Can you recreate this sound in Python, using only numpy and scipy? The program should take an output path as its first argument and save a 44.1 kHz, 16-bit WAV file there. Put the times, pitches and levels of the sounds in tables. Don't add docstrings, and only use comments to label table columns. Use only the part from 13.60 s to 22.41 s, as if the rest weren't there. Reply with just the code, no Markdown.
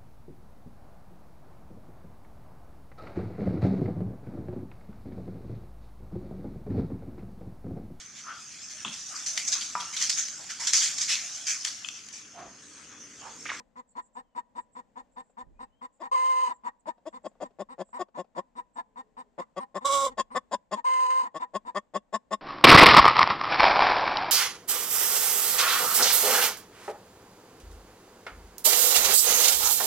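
import sys
import numpy as np
from scipy import signal
from scipy.fft import rfft, irfft, next_fast_len
from scipy.io import wavfile
from scipy.ndimage import uniform_filter1d, minimum_filter1d

SR = 44100
rng = np.random.default_rng(int(sys.argv[2]) if len(sys.argv) > 2 else 0)


def materialize(psi):
    bounded = np.clip(np.atleast_2d(psi).T, -1, 1)
    quanta = np.round(bounded * 32767).astype(np.int16)
    wavfile.write(sys.argv[1], SR, quanta)


N = 388521

# (frequency [Hz], relative level [dB])
SHED_SPECTRUM = [(100, -10), (250, -6.5), (850, 1), (1500, -7.5), (4000, -6.5), (8000, -10.5), (14000, -24)]
YARD_SPECTRUM = [(15, -38.5), (25, -2), (112, -17.5), (243, -5.5), (373, -21), (515, -10.5), (588, -13.5),
                 (1000, -19), (1210, -28), (1860, -27), (2300, -32.5), (5720, -41.5), (7680, -34),
                 (9770, -55.5), (15000, -54.5)]
# (time [s], hold [s], level [dB])
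AIR_PUFFS = [(1.81, .07, -56.5), (6.242, .18, -56.5)]
# (time [s], duration [s], start pitch [Hz], end pitch [Hz], level [dB])
BIRD_GLIDES = [(0.275, .11, 4700, 4060, -94), (.624, .16, 3220, 2830, -96), (1.908, .21, 2350, 2750, -93),
               (2.083, .17, 2900, 3350, -86.5), (5.149, .7, 454, 408, -78.5)]
# (time [s], duration [s], level [dB])
BIRD_CHEEPS = [(.272, 0.059, -72.5), (.4, 0.089, -72.5), (.529, .04, -71), (0.985, 0.059, -73),
               (1.114, .081, -76), (1.509, 0.061, -81), (1.615, 0.12, -82), (2.32, 0.069, -80.5),
               (2.928, .05, -71.5), (3.193, 0.019, -77), (3.494, .059, -81), (3.626, 0.076, -71),
               (4.235, .11, -75.5), (5.132, 0.045, -73.5)]
# (time [s], relative level [dB])
NEST_TICKS = [(1.699, -65), (3.381, -61.5), (3.716, -65), (3.754, -65), (3.908, -63), (4.291, -65),
              (4.486, -61), (4.646, -59.5)]

# (time [s], relative throat level [dB])
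FAR_HEN_CLUCKS = [(-.045, -50.5), (.156, -47.5), (.353, -40), (.553, -44.5), (0.749, -37), (.951, -39.5),
                  (1.152, -45.5), (1.357, -46), (1.561, -45), (1.77, -44.5), (1.993, -45.5), (2.211, -44.5),
                  (2.418, -41), (2.874, -36.5), (3.037, -36), (3.257, -39), (3.526, -47), (3.817, -49.5),
                  (4.088, -49), (4.329, -41), (4.544, -45.5), (4.749, -39.5), (4.955, -40.5),
                  (5.157, -38.5), (5.36, -44.5), (5.567, -45.5), (5.779, -42.5), (5.988, -42), (6.205, -50),
                  (6.481, -54), (6.705, -48), (7.15, -39.5), (7.624, -39.5), (7.793, -35.5), (8.052, -40)]
# (time [s], duration [s], top pitch [Hz], body level [dB],
# beak level [dB re body], roughness [0-1])
NEAR_HEN_CLUCKS = [(2.397, 0.035, 340, -47, -3, 0.03), (3.268, 0.03, 327, -39, -5.5, 0.04),
                   (3.454, 0.038, 324.6, -38, -16, 0), (3.64, .038, 320.3, -37.5, -11, .3),
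                   (3.801, 0.044, 292, -36, -19, .3), (3.987, 0.042, 200, -36, -13.5, 0.09),
                   (4.182, .049, 197, -36, -12.5, .15), (4.386, .047, 336.3, -34.5, -4, .3),
                   (4.571, 0.049, 180.1, -37, -9.5, 0.04), (4.761, 0.045, 181.5, -37, -7, .05),
                   (5.778, 0.035, 178.2, -38, -5.5, .05), (5.96, 0.036, 190.5, -36, -3.5, 0),
                   (6.144, 0.043, 192.1, -35.5, -2, 0.04), (6.573, .046, 244.3, -35.5, 6, .2),
                   (6.747, .038, 257.4, -32.5, 2.5, .05), (6.911, .047, 265.3, -34, 3, .2),
                   (7.11, .044, 212.2, -34, 1.5, 0), (7.74, 0.044, 162.6, -40.5, 0.5, 0),
                   (7.937, 0.039, 202.8, -34, -.5, 0.11), (8.145, 0.046, 206.4, -34, 1, 0.01),
                   (8.336, 0.046, 202.5, -33.5, -.5, 0.11), (8.525, 0.043, 224, -34, 2, 0.09),
                   (8.707, 0.046, 226.3, -34, 2.5, 0.08)]
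# (frequency [Hz], bandwidth [Hz], gain [dB])
FAR_BODY_MODES = [(233, 120, -2.5), (485.5, 62, -3)]
FAR_THROAT_MODES = [(800.6, 56, -6), (979, 195, 4), (1220, 70, -17), (1846, 143, -11)]
FAR_RASP_MODES = [(2700, 2500, -3.5), (3620, 650, 0.5), (4320, 700, -5), (7570, 1280, 2),
                  (12140, 1300, -26.5)]
FAR_CALL_MODES = [(910, 180, 6), (1237, 140, 17), (1820, 540, 7.5), (2150, 300, -15.5), (2770, 550, 2.5),
                  (3990, 320, 0), (4804, 220, 0), (6530, 500, -2.5), (7990, 970, -3.5), (10200, 390, -18.5)]
NEAR_BODY_MODES = [(208.6, 70, -2), (387, 183, -0.5), (565.3, 227, 5)]
NEAR_BEAK_MODES = [(950, 130, -10), (1059, 100.6, 12.5), (1410, 150, -37), (1774, 260, -5.5)]
NEAR_RASP_MODES = [(2062, 430, -9.5), (2770, 230, -2.5), (3418, 326, 3.5), (5030, 550, -2.5),
                   (5740, 450, -8), (7070, 740, -2.5), (8460, 570, -7), (10600, 4500, -32.5)]
NEAR_CALL_MODES = [(730, 510, 3.5), (1220, 170, -2), (2130, 650, -2.5), (3454, 550, 5), (3860, 390, 0),
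                   (5000, 820, -3), (6100, 450, 1.5), (7600, 1700, -1), (10200, 980, -14),
                   (12470, 3700, -19.5)]
# (time [s], duration [s], pitch [Hz], relative level [dB])
FAR_LONG_CALLS = [(2.513, 0.398, 513.7, -27.5), (7.242, .412, 517.2, -27.5)]
NEAR_LONG_CALL = (6.244, 0.2582, 555, -28)
# (frequency [multiple of the pitch], relative level [dB])
FAR_CALL_PARTIALS = [(1, -23.5), (2, 2), (3, -32.5), (4, -25), (6, -38)]
NEAR_CALL_PARTIALS = [(.5, -25.5), (1, -0.5), (1.5, -16), (2, 6.5), (2.5, -26.5), (3, -25), (4, -27),
                      (6, -31), (7, -22.5)]
# (frequency [Hz], bandwidth [Hz])
FAR_ANTIRESONANCES = [(3420, 320), (5650, 210)]
NEAR_ANTIRESONANCES = [(2650, 220), (4270, 370)]


def undb(db):
    return 10 ** (np.asarray(db) / 20)


def level(x, db=0):
    return x * undb(db) / np.sqrt(np.mean(x ** 2) + 1e-20)


def add(out, start, x):
    i = int(start * SR)
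    x = x[max(-i, 0):N - i]
    out[max(i, 0):max(i, 0) + len(x)] += x


def wander(n, rate):
    at = np.arange(n) * rate / SR
    count = int(at[-1]) + 2
    return np.interp(at, np.arange(count), rng.standard_normal(count))


def ring(x, modes):
    out = 0
    for hz, width, db in modes:
        b, a = signal.iirpeak(min(hz, SR / 2 - 1), hz / width, fs=SR)
        out = out + undb(db) * signal.lfilter(b, a, signal.lfilter(b, a, x))
    return out


def colour(x, points):
    n = x.shape[-1]
    size = next_fast_len(n)
    hz, db = np.transpose(points)
    bin_hz = np.arange(size // 2 + 1) * SR / size
    gain = undb(np.interp(np.log(bin_hz + 1), np.log(hz), db))
    return irfft(rfft(x, size) * gain, size)[..., :n]


def place(x, pan_db, lag_ms, treble_pan_db, scatter_db):
    treble = signal.sosfiltfilt(signal.butter(2, 4500, "high", fs=SR, output="sos"), x)
    left, right = ((x - treble) * undb(side * pan_db / 2) + treble * undb(side * treble_pan_db / 2)
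                   for side in (1, -1))
    right = np.interp(np.arange(N) - lag_ms * SR / 1000, np.arange(N), right)
    t = np.arange(SR // 50) / SR
    reflections = rng.standard_normal((2, len(t))) * np.exp(-t / .0063)
    boards = signal.sosfilt(signal.butter(3, 1800, "high", fs=SR, output="sos"), reflections)
    boards *= undb(scatter_db) / np.sqrt(np.sum(boards ** 2, axis=1, keepdims=True))
    return np.array([left, right]) + signal.fftconvolve(x[None], boards, axes=1)[:, :N]


def shed(x, shed_t60=.42, straw_t60=.11, straw_db=3):
    t = np.arange(SR // 2) / SR
    onset = np.minimum(t / .0031, 1)
    early, late = (rng.standard_normal((2, len(t))) * np.exp(-np.log(1000) * t / t60) * onset
                   for t60 in (straw_t60, shed_t60))
    corner = undb(straw_db) * early / np.linalg.norm(early[0])
    room = colour(late / np.linalg.norm(late[0]), SHED_SPECTRUM)
    return signal.fftconvolve(x[None], corner + room, axes=1)[:, :N]


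def yard():
    common = colour(rng.standard_normal(N), YARD_SPECTRUM)
    separate = colour(rng.standard_normal((2, N)), YARD_SPECTRUM)
    swell = undb(1.3 * wander(N, 4.9) + wander(N, 4.2))
    return level(common + 1.2 * separate, -71) * swell * undb([[1.5], [-1.5]])


def air_puffs(attack_s=.03, fade_db_per_s=65.5):
    t = np.arange(N) / SR
    spectrum = [(15, -16), (35, 5.5), (80, -8.5), (200, -14), (700, -25.5), (2000, -67)]
    rumble = level(colour(rng.standard_normal((2, N)), spectrum))
    strength = np.zeros(N)
    for start, hold, db in AIR_PUFFS:
        rise = np.clip((t - start) / attack_s, 0, 1)
        strength += rise * undb(db - fade_db_per_s * np.maximum(t - start - hold, 0))
    return rumble * strength


def bird_note(pitch, flutter_db, flutter_rate, taper):
    n = len(pitch)
    tone = np.sin(2 * np.pi * np.cumsum(pitch) / SR)
    return tone * undb(flutter_db * wander(n, flutter_rate)) * signal.windows.tukey(n, taper)


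def whistles():
    out = np.zeros(N)
    for start, length, start_hz, end_hz, db in BIRD_GLIDES:
        n = int(length * SR)
        pitch = np.linspace(start_hz, end_hz, n) * (1 + .012 * wander(n, 250))
        add(out, start, level(bird_note(pitch, flutter_db=3, flutter_rate=59, taper=.6), db))
    return out


def cheeps(centre_hz=7520):
    out = np.zeros(N)
    for start, length, db in BIRD_CHEEPS:
        n = int(length * SR)
        arch = np.sin(np.linspace(.8, np.pi, n)) - .6
        pitch = centre_hz * (1 + .014 * arch + .043 * wander(n, 530))
        add(out, start, level(bird_note(pitch, flutter_db=4.5, flutter_rate=200, taper=.5), db))
    return out


def nest_ticks(attack_s=.0035, decay_s=.0058, trim_db=-7):
    out = np.zeros(N)
    t = np.arange(SR // 25) / SR
    press = np.minimum(t / attack_s, 1) * np.exp(-t / decay_s)
    modes = [(580, 400, 11), (1050, 400, -8), (2200, 2000, -16.5)]
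    for start, db in NEST_TICKS:
        knock = ring(rng.standard_normal(len(t)) * press, modes)
        add(out, start - .003, level(knock, db + trim_db))
    return out


def syrinx(hz, jitter, shimmer_db, air):
    n = len(hz)
    phase = np.cumsum(hz * (1 + jitter * wander(n, 300))) / SR + rng.random()
    cycle = np.round(phase).astype(int)
    offset_samples = (phase - cycle) * SR / hz
    size = undb(shimmer_db * rng.standard_normal(cycle[-1] + 1))[cycle]
    pulses = level(size * np.sinc(offset_samples) * np.exp(-(offset_samples / 10) ** 2))
    turbulence = level(np.exp(-(phase % 1) / .39) * rng.standard_normal(n))
    return pulses + air * turbulence, .16 * pulses + turbulence


def voiced(flow, envelope, modes, db, vowel=1):
    burst = np.pad(flow * envelope, (0, SR // 32))
    sound = ring(burst, [(hz * vowel, width, gain_db) for hz, width, gain_db in modes])
    return sound * undb(db) / np.sqrt(np.mean(sound[:len(flow)] ** 2))


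def far_clucks(length_s=.063, low_hz=263, break_hz=333, break_db=-41):
    out = np.zeros(N)
    u = np.linspace(0, 1, int(length_s * SR))
    arch = low_hz * np.interp(u, [0, .25, .5, .75, 1], [.74, .94, 1.01, 1, .45])
    push = np.interp(u, [0, .25, .7, 1], [.4, .95, .95, .14])
    for start, throat_db in FAR_HEN_CLUCKS:
        force_db = throat_db - break_db
        broken = (force_db > 0) * np.interp(u, [.38, .46, .7, 1], [.098, .94, 1, .3])
        pitch = (arch + (break_hz - low_hz) * broken) * (1 + .015 * rng.standard_normal())
        sag = .5 * np.exp(-((u - .5) / .073) ** 2) * (1 - broken)
        throat_push = push * (1 - sag + 1.5 * broken)
        flow, breathy = syrinx(pitch, jitter=.026, shimmer_db=1.8, air=.36)
        throat_vowel = 1.0077 + .018 * rng.standard_normal()
        rasp_vowel = 1 + .05 * rng.standard_normal()
        add(out, start - .003, voiced(flow, push, FAR_BODY_MODES, db=-57.5))
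        add(out, start - .002, voiced(flow, throat_push, FAR_THROAT_MODES, throat_db, throat_vowel))
        add(out, start, voiced(breathy, push ** 2.8, FAR_RASP_MODES, -68 + .5 * force_db, rasp_vowel))
    return out


def near_clucks(shut_rasp_db=-21.5, open_rasp_db=-14):
    out = np.zeros(N)
    for start, length, top_hz, body_db, beak_db, rough in NEAR_HEN_CLUCKS:
        u = np.linspace(0, 1, int(length * SR))
        pitch = top_hz * np.interp(u, [0, .3, .55, .8, 1], [.67, .92, 1, .99, .88])
        push = np.interp(u, [0, .25, .55, .78, 1], [.15, .57, 1, .81, .043])
        rasp_db = body_db + max(shut_rasp_db, open_rasp_db + 1.31 * beak_db)
        flow, breathy = syrinx(pitch, jitter=.012 + .6 * rough, shimmer_db=1 + 8 * rough, air=.2)
        beak_vowel = 1 + .036 * rng.standard_normal()
        rasp_vowel = 1 + .018 * rng.standard_normal()
        add(out, start - .002, voiced(flow, push, NEAR_BODY_MODES, body_db))
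        add(out, start, voiced(flow, push ** 1.2, NEAR_BEAK_MODES, body_db + beak_db, beak_vowel))
        add(out, start, voiced(breathy, push ** 1.63, NEAR_RASP_MODES, rasp_db, rasp_vowel))
    return out


def call_gesture(length, fall, attack_s=.011, release_s=.038, sag_db_per_s=1, pitch_per_db=.007):
    t = np.arange(int(length * SR)) / SR
    waver_db = .8 * wander(len(t), 26)
    attack = np.minimum(t / attack_s, 1)
    release = np.minimum((length - t) / release_s, 1)
    push = attack * undb(waver_db - sag_db_per_s * t) * release
    scoop = .045 * np.exp(-t / .042) * np.cos(2 * np.pi * 17 * t)
    bend = 1 + pitch_per_db * waver_db - scoop - fall * (1 - release)
    catching = .45 * np.exp(-t / .025)
    tiring = .7 * np.exp((t / length - 1) / .12)
    return push, bend, .1 + catching + tiring


def long_call(call, partials, rasp_modes, notches, *, fall, beat_hz, beat_depth, jitter, air,
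              tone_db, rasp_db, rasp_power):
    out = np.zeros(N)
    start, length, pitch_hz, db = call
    push, bend, rough = call_gesture(length, fall)
    n = len(push)
    hz = pitch_hz * bend * (1 + .0066 * wander(n, 9.7) + .072 * rough * wander(n, 250))
    phase = 2 * np.pi * np.cumsum(hz) / SR
    tone = np.zeros(n)
    for multiple, partial_db in partials:
        flicker_db = 2.2 * wander(n, 40) * (multiple != 2)
        tone += undb(partial_db + flicker_db) * np.sin(multiple * phase + 2 * np.pi * rng.random())
    second_hz = beat_hz * (1 + .084 * wander(n, 120))
    second_side = np.sin(2 * np.pi * np.cumsum(second_hz) / SR)
    stutter = (1 + rough * wander(n, 170)) / np.sqrt(1 + rough ** 2)
    tone = push * level(tone, tone_db) * (1 + beat_depth * second_side) * stutter
    flow, _ = syrinx(hz, jitter, shimmer_db=2.2, air=air)
    rasp = ring(flow * (1 + .73 * second_side), rasp_modes)
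    for notch_hz, width in 2 * notches:
        rasp = signal.lfilter(*signal.iirnotch(notch_hz, notch_hz / width, fs=SR), rasp)
    rasp = push ** rasp_power * undb(.9 * wander(n, 60)) * level(rasp, rasp_db)
    add(out, start, undb(db) * (tone + rasp))
    return out


def scene():
    near = near_clucks() + nest_ticks()
    cry = long_call(NEAR_LONG_CALL, NEAR_CALL_PARTIALS, NEAR_CALL_MODES, NEAR_ANTIRESONANCES,
                    fall=.15, beat_hz=276, beat_depth=.12, jitter=.017, air=.34,
                    tone_db=2, rasp_db=-8.5, rasp_power=1.9)
    far = far_clucks()
    for call in FAR_LONG_CALLS:
        far += long_call(call, FAR_CALL_PARTIALS, FAR_CALL_MODES, FAR_ANTIRESONANCES,
                         fall=.03, beat_hz=200, beat_depth=.055, jitter=.0097, air=.24,
                         tone_db=2.5, rasp_db=-18, rasp_power=.67)
    birds = cheeps() + whistles()
    direct = place(near, pan_db=6, lag_ms=.032, treble_pan_db=-4, scatter_db=-2.5)
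    direct += place(cry, pan_db=.5, lag_ms=0, treble_pan_db=2, scatter_db=3.5)
    direct += place(far, pan_db=5.5, lag_ms=.35, treble_pan_db=-2, scatter_db=1) * undb(1.5)
    direct += place(birds, pan_db=-1, lag_ms=.01, treble_pan_db=-12, scatter_db=-1)
    echo = shed(undb(-31.5) * (near + cry) + undb(-22) * far + undb(-8.5) * birds)
    return direct + echo + yard() + air_puffs()


def record(dry, ceiling=.24, cutoff_hz=15300):
    window = SR // 150
    gain = np.minimum(1, ceiling / (np.abs(dry).max(axis=0) + 1e-9))
    gain = uniform_filter1d(minimum_filter1d(gain, window), window)
    return signal.sosfilt(signal.ellip(8, .2, 70, cutoff_hz, fs=SR, output="sos"), dry * gain)


dry = scene()
out = record(dry)
materialize(out)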